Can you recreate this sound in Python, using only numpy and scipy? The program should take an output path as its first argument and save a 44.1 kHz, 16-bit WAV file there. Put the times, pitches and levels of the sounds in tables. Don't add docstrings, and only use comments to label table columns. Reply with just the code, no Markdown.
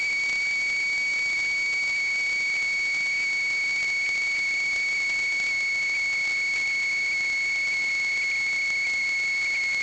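import sys
import numpy as np
from scipy.fft import rfft, irfft, next_fast_len
from scipy.io import wavfile
from scipy.ndimage import map_coordinates

SR = 44100
rng = np.random.default_rng(int(sys.argv[2]) if len(sys.argv) > 2 else 0)


def bounce(signal):
    frames = np.transpose(np.atleast_2d(signal))
    limited = np.clip(frames, -1, 1)
    pcm = np.round(limited * 32767).astype(np.int16)
    wavfile.write(sys.argv[1], SR, pcm)


N = 433062
TIME = np.arange(N) / SR
FRAME_HZ, RIPPLE_HZ = 29.97, 199.76

# (harmonic [number], peak level [dB])
WHINE_HARMONICS = [(1, -23), (2, -37), (3, -46)]

def whine(frame, flutter_hz, ripple_depth_hz, jitter_hz, shiver_hz, wander_hz, unrest_db):
    start_hz, sink_hz_per_s = 2251, 5.9
    bend, rasp = chirps_and_sputters()
    pitch = start_hz - sink_hz_per_s * TIME + bend - bend.mean()
    pitch += flutter_hz * (frame - frame.mean())
    pitch += ripple_depth_hz * np.sin(2 * np.pi * RIPPLE_HZ * TIME)
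    roughness = (1 + rasp) * amp(unrest_db * wobble(rate=70, skew=.5))
    kicks = jitter_hz * wobble(rate=1900, skew=1.7) + shiver_hz * wobble(rate=620, skew=2.3)
    pitch += roughness * kicks
    pitch += wander_hz * wobble(rate=45, skew=0.593)
    phase = 2 * np.pi * np.cumsum(pitch) / SR
    return sum(amp(db) * np.cos(harmonic * phase) for harmonic, db in WHINE_HARMONICS)


# (time [s], pitch rise [Hz], extra roughness [x usual])
CHIRP_CUES = [(0.064, 38, .7), (0.529, 28.96, .7), (1.264, 27, .3), (1.966, 51.8, .9), (2.563, 43.6, 1.6),
              (3.233, 41.7, 1.4), (3.798, 50.1, 1.3), (4.363, 52, 1.6), (4.963, 43, .9), (5.498, 41.7, .8),
              (5.963, 47.8, 2.0), (6.564, 38, 1.2), (7.123, 49.4, 1.6), (7.726, 44.8, 1.4),
              (8.226, 41.9, 1.5), (8.854, 40.9, 1.3), (9.557, 54.8, 1.9)]
SPUTTER_CUES = [3.572, 4.057, 6.708, 8.319, 9.460, 9.632, 9.724]

def chirps_and_sputters(chirp_s=.025, recoil_hz=13, recover_s=.42, sputter_rise_hz=14, sputter_rasp=1.5):
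    times, rises, rasps = np.transpose(CHIRP_CUES)
    recoil = sum(np.interp(TIME - s, [0, chirp_s / 2, recover_s], [0, 1, 0]) for s in times)
    sputter = bumps(SPUTTER_CUES, heights=1, length_s=.02)
    bend = bumps(times, rises, chirp_s) - recoil_hz * recoil + sputter_rise_hz * sputter
    rasp = bumps(times, rasps, chirp_s) + sputter_rasp * sputter
    return bend, rasp


# (time [s], peak level after the filter [dB])
TICK_CUES = [(0.2375, -19.5), (0.2967, -15), (0.3295, -16), (0.5112, -19), (1.1928, -19), (1.3923, -17.5),
             (2.159, -19.5), (3.8299, -16), (4.0914, -15), (4.1781, -17.5), (4.236, -20.5), (4.3918, -17.5),
             (4.7609, -18.5), (5.0973, -17.5), (5.325, -19), (6.6754, -17.5), (7.6846, -18), (8.1755, -18),
             (8.5312, -18.5), (8.7043, -15.5), (9.0926, -17), (9.7464, -15.5)]

def crackle(frame, bunching, fits_db):
    density = (1 + bunching * (1 - frame)) * amp(fits_db * wobble(rate=110, skew=.6))
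    density /= density.mean()
    upward = random_spikes(rate=95 * density, top_db=-24.5, taper=1.3)
    downward = random_spikes(rate=66 * density, top_db=-19.0, taper=1.56)
    spikes = upward - downward
    for s, db in TICK_CUES:
        spikes[round(s * SR)] -= amp(db)
    peak_share = np.mean(passband_gain(np.linspace(0, SR / 2, 512)))
    return spikes / peak_share


def random_spikes(rate, top_db, taper):
    fires = rng.random(N) < rate / SR
    return fires * amp(top_db) * rng.random(N) ** taper


def hiss(level_db):
    return amp(level_db) * rng.standard_normal(N)


def frame_gate(centre, share):
    offset = (TIME * FRAME_HZ - centre + .5) % 1 - .5
    return 1.0 * (np.abs(offset) < share / 2)


def bumps(times, heights, length_s):
    envelope = np.zeros(N + SR)
    t = np.arange(-SR // 20, SR // 20) / SR
    shape = np.exp(-(2 * t / length_s) ** 4)
    for s, height in zip(times, np.broadcast_to(heights, len(times))):
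        start = max(0, round((s + t[0]) * SR))
        envelope[start:start + len(t)] += height * shape
    return envelope[:N]


def wobble(rate, skew):
    shape = (2 / skew) ** 2
    knots = (rng.gamma(shape, size=int(N * rate / SR) + 4) - shape) / np.sqrt(shape)
    return map_coordinates(knots, [TIME * rate], mode="nearest")


def amp(db):
    return 10 ** (np.asarray(db) / 20)


def scene():
    frame = frame_gate(centre=.45, share=.46)
    lead = whine(frame, flutter_hz=25.8, ripple_depth_hz=10.1, jitter_hz=22.7, shiver_hz=10.5,
                 wander_hz=4, unrest_db=2.0)
    return (lead + crackle(frame, bunching=1.3, fits_db=4) + hiss(level_db=-40.0))[None]


INPUT_EQ = [(20, 1), (4000, 0), (7000, -0.43), (7600, -2.5), (8000, -6), (8400, -14.5), (8750, -26),
            (9100, -42.5)]

def passband_gain(hz):
    points_hz, points_db = np.transpose(INPUT_EQ)
    return amp(np.interp(np.log(hz + 1), np.log(points_hz), points_db))


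def record(dry, top_hz=9240):
    padded = next_fast_len(N + SR // 2)
    hz = np.fft.rfftfreq(padded, 1 / SR)
    spectrum = rfft(dry, padded) * passband_gain(hz) * (hz < top_hz)
    return irfft(spectrum, padded)[..., :N]


dry = scene()
out = record(dry)
bounce(out)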